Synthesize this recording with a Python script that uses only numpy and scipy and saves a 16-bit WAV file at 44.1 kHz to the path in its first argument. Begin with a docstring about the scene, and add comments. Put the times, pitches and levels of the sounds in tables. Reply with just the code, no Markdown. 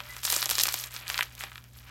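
"""A quiet kitchen, the microphone close to two hands squeezing a crusty baguette sandwich.
The crust splits in sharp cracks, each with a knock of the loaf and a spray of splinters, over a bed
of tiny crumbling grains; a second squeeze gives duller, deeper snaps. The room answers briefly.
Two faint tones ring at the start, and mains hum and soft room noise lie underneath."""
import sys
import numpy as np
from scipy import signal
from scipy.fft import rfft, irfft, next_fast_len
from scipy.io import wavfile

SR = 44100
rng = np.random.default_rng(int(sys.argv[2]) if len(sys.argv) > 2 else 0)


def store_wav(level_fs):
    """Save 16-bit WAV to argv[1]."""
    pcm = np.round(np.clip(np.atleast_2d(level_fs), -1, 1) * 32767)
    wavfile.write(sys.argv[1], SR, pcm.T.astype(np.int16))


N = 83790


def amp(db):
    """Decibels to gain."""
    return 10 ** (np.asarray(db) / 20)


def unit(x):
    """Scale to rms 1."""
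    return x / np.sqrt(np.mean(x ** 2) + 1e-20)


def along(points, hz):
    """Read a curve of (frequency, value) points on a log-frequency axis."""
    point_hz, values = np.transpose(points)
    return np.interp(np.log(hz + 1), np.log(point_hz + 1), values)


def bump(hz, centre_hz, octaves):
    """A bell-shaped gain on a log-frequency axis."""
    return np.exp(-.5 * (np.log2((hz + 1) / centre_hz) / octaves) ** 2)


def filtered(x, response):
    """Pass x through a filter given as gain against frequency."""
    size = next_fast_len(len(x) + SR // 2)
    hz = np.fft.rfftfreq(size, 1 / SR)
    return irfft(rfft(x, size) * response(hz), size)[:len(x)]


def room_tone(air_db=-58):
    """The kitchen at rest: steady mains hum over soft room noise."""
    # Mains hum partials: pitch_hz, rms_db
    mains = [(60, -61.5), (120, -55), (240, -71.5)]
    # Spectrum of the room noise: frequency_hz, relative_db
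    air_curve = [(20, -27), (60, 7), (100, -6), (240, -13), (2000, -34.5), (16000, -26)]
    t = np.arange(N) / SR
    hum = sum(amp(db) * np.sqrt(2) * np.sin(2 * np.pi * (hz * t + rng.random())) for hz, db in mains)
    air = filtered(rng.standard_normal(N), lambda hz: amp(along(air_curve, hz)))
    return hum + amp(air_db) * unit(air)


def kitchen_reverb(direct, level_db=-11, t60_s=0.09, dull_hz=9000):
    """The room's short diffuse answer, 1 ms behind the direct sound and duller."""
    t = np.arange(SR // 2) / SR
    tail = rng.standard_normal(len(t)) * amp(-60 * t / t60_s)
    tail = filtered(tail / np.linalg.norm(tail), lambda hz: 1 / (1 + 1j * hz / dull_hz))
    return amp(level_db) * signal.fftconvolve(direct, np.pad(tail, (SR // 1000, 0)))[:N]


def faint_ring(rise_s=0.011, drift_rad_per_root_s=8.6):
    """Soft-edged tones that waver slightly and die away as the squeeze begins."""
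    # Ringing tones: start_s, pitch_hz, level_db, t60_s
    tones = [(0.0, 592, -52.5, 0.49), (0.088, 1997, -34, 0.2)]
    out = np.zeros(N)
    for start_s, pitch_hz, level_db, t60_s in tones:
        t = np.maximum(np.arange(N) / SR - start_s, 0)
        drift = drift_rad_per_root_s * np.cumsum(rng.standard_normal(N)) / np.sqrt(SR)
        envelope = (1 - np.exp(-t / rise_s)) * amp(level_db - 60 * t / t60_s)
        out += envelope * np.sin(2 * np.pi * pitch_hz * t + drift)
    return out


def crust_click(response, size=1024, delay_at_1khz_s=0.000536):
    """A click of energy 1 with a given spectrum; bending waves in the crust bring its lows late."""
    hz = np.fft.rfftfreq(size, 1 / SR)
    cepstrum = irfft(np.log(np.maximum(response(hz), 1e-6)))
    cepstrum[1:size // 2] *= 2  # fold to minimum phase: nothing sounds before the break
    cepstrum[size // 2 + 1:] = 0
    bend_phase = 4 * np.pi * delay_at_1khz_s * np.sqrt(1000 * hz)
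    click = irfft(np.exp(rfft(cepstrum) - 1j * bend_phase))
    return click / np.linalg.norm(click)


def fractures(per_s, spread_db, count):
    """Tiny breaks as random impulses of unequal size, rms 1 whatever their rate."""
    sizes = amp(spread_db * np.minimum(rng.exponential(size=count), 4))
    breaks = rng.random(count) < per_s / SR
    signs = rng.choice([-1, 1], count)
    return unit(breaks * sizes * signs / np.sqrt(per_s))


def crumbling(trim_db=-3, thinning=0.27):
    """Crisp flakes and duller crunch: dense under the squeeze, sparser under a light touch."""
    # Course of the crumbling: time_s, flake_db, crunch_db
    course = [(0, -54, -50), (0.19, -47, -46), (0.226, -51.5, -55), (0.235, -35, -43), (0.329, -28.5, -34),
              (0.441, -36.5, -39.5), (0.477, -43.5, -47), (0.505, -31.5, -36.5), (0.6, -35.5, -43.5),
              (0.69, -36.5, -37.5), (0.725, -35.5, -42.5), (0.8, -36.5, -43), (0.858, -41.5, -43.5),
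              (0.892, -57, -51.5), (0.948, -40, -42.5), (1.061, -60, -48.5), (1.091, -38.5, -40),
              (1.165, -44.5, -37.5), (1.23, -46.5, -43), (1.285, -57.5, -53), (1.37, -57.5, -54.5),
              (1.403, -41.5, -43.5), (1.445, -47.5, -40), (1.49, -55, -50.5), (1.715, -68.5, -64.5),
              (1.774, -52, -55), (1.84, -60.5, -56.5), (1.9, -57, -50)]
    # Sizes of crisp flake: pitch_hz, relative_db
    flakes = [(3600, -6), (5300, -4.5), (8000, -1.5), (11800, -2), (15000, -6)]
    # Sizes of dull grain: pitch_hz, relative_db
    crunch = [(600, -15.5), (1400, -6), (2200, -1)]
    time_s, flake_db, crunch_db = np.transpose(course)

    def add_grains(grains, level_db, peak_per_s, spread_db, octaves):
        squeeze = amp(np.interp(np.arange(N) / SR, time_s, level_db + trim_db))
        per_s = peak_per_s * (squeeze / squeeze.max()) ** thinning
        for pitch_hz, relative_db in grains:
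            force = amp(relative_db) * squeeze * fractures(per_s, spread_db, N)
            grain = crust_click(lambda hz: bump(hz, pitch_hz, octaves))
            out[:] += signal.fftconvolve(force, grain)[:N]

    out = np.zeros(N)
    add_grains(flakes, flake_db, peak_per_s=900, spread_db=4.5, octaves=0.36)
    add_grains(crunch, crunch_db, peak_per_s=800, spread_db=1.5, octaves=0.66)
    return out


def splinters(count=2048, relative_db=-5, t60_s=0.014):
    """Flakes that break just after a crack: a brief, dying spray of impulses."""
    decay = amp(-60 * np.arange(count) / SR / t60_s)
    force = fractures(per_s=4000, spread_db=1.5, count=count) * decay
    return amp(relative_db) * force / np.linalg.norm(force)


def cracks(knock_db=-20, skirt_db=-20):
    """The crust splits: each crack is a sharp click and a soft knock of the loaf, then splinters."""
    # Splits in the crust: start_s, level_db, pitch_hz, width_octaves
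    splits = [(0.0037,-12.5,1590,1.02), (0.1662,-15,2410,1.5), (0.2333,-12.5,3170,1.65),
              (0.2508,-3,7200,1.83), (0.2529,-2,5970,0.79), (0.277,-9.5,1900,1.13), (0.3012,-0.5,6330,0.8),
              (0.3238,1.5,7050,1.55), (0.3284,-4,2580,2.3), (0.3409,-4.5,3900,0.74), (0.3637,0.5,6470,0.53),
              (0.3645,-12.5,930,0.92), (0.419,-4,4580,0.3), (0.4274,-1,2470,1.3), (0.4578,-2,5550,0.79),
              (0.4635,-13,1380,1.27), (0.4927,-3.5,2950,1.5), (0.5004,1.5,13780,2.5), (0.5104,1,5600,0.84),
              (0.5148,-5.5,2060,1.4), (0.5535,-4,5100,0.5), (0.583,0,2900,1.58), (0.5897,0,4840,0.51),
              (0.598,-1,3900,0.9), (0.6016,-1,3550,1.51), (0.6083,-2,5200,0.87), (0.6115,-0.5,4870,0.54),
              (0.6168,-3,8800,0.84), (0.6343,-2,5000,1.3), (0.6358,6,7550,1.52), (0.6384,-4.5,5360,0.88),
              (0.6552,-4,2260,1.34), (0.6687,-4.5,3600,1.84), (0.6721,-4,9600,1.9), (0.6834,-9,1430,0.79),
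              (0.6881,-3,4700,0.51), (0.7415,-0.5,5570,2.3), (0.8392,-9.5,3880,1.07), (0.9422,-20,5950,2.5),
              (0.9643,-11,3220,0.66), (1.068,-15.5,2220,0.46), (1.08,-10.5,4260,1.04),
              (1.1005,-3.5,2110,1.11), (1.1433,-6.5,2680,0.73), (1.1781,-3.5,2600,0.98),
              (1.1896,-5,2160,0.94), (1.1915,-1,1400,0.65), (1.2085,2.5,2280,0.41), (1.225,-5.5,1780,0.53),
              (1.2304,-9,4040,1.14), (1.3515,-20.5,7000,2), (1.38,-23,2450,0.77), (1.4082,-8,2150,0.38),
              (1.4376,-9,1680,1.19), (1.5176,-20.5,1910,0.64), (1.5568,-16.5,2040,0.75),
              (1.5794,-17,1920,0.77), (1.6409,-28.5,4000,1.6)]

    def skirt(hz):  # the brittle treble that even dull cracks have
        return amp(skirt_db) * bump(hz, centre_hz=10000, octaves=0.38)

    knock = amp(knock_db) * crust_click(lambda hz: bump(hz, centre_hz=910, octaves=1.24))
    out = np.zeros(N + SR)
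    for start_s, level_db, pitch_hz, width_octaves in splits:
        force = np.append(1, splinters())
        crust = crust_click(lambda hz: bump(hz, pitch_hz, width_octaves) + skirt(hz))
        snap = signal.fftconvolve(force, crust + knock)
        out[round(start_s * SR):][:len(snap)] += amp(level_db) * rng.choice([-1, 1]) * snap
    return out[:N]


def scene():
    """The bread up close with the kitchen behind it, in mono."""
    bread = cracks() + crumbling()
    return (bread + kitchen_reverb(bread) + faint_ring() + room_tone())[None]


def record(dry, top_hz=16100):
    """One close microphone, with an uneven treble and nothing above top_hz."""
    # Microphone response: frequency_hz, gain_db
    mic_curve = [(300, 0), (1000, 2), (2000, -0.5), (4500, 0.5), (7500, -1.5), (10000, -5.5), (12000, 2),
                 (15500, -4)]
    return filtered(dry[0], lambda hz: amp(along(mic_curve, hz)) * (hz < top_hz))[None]


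dry = scene()
out = record(dry)
store_wav(out)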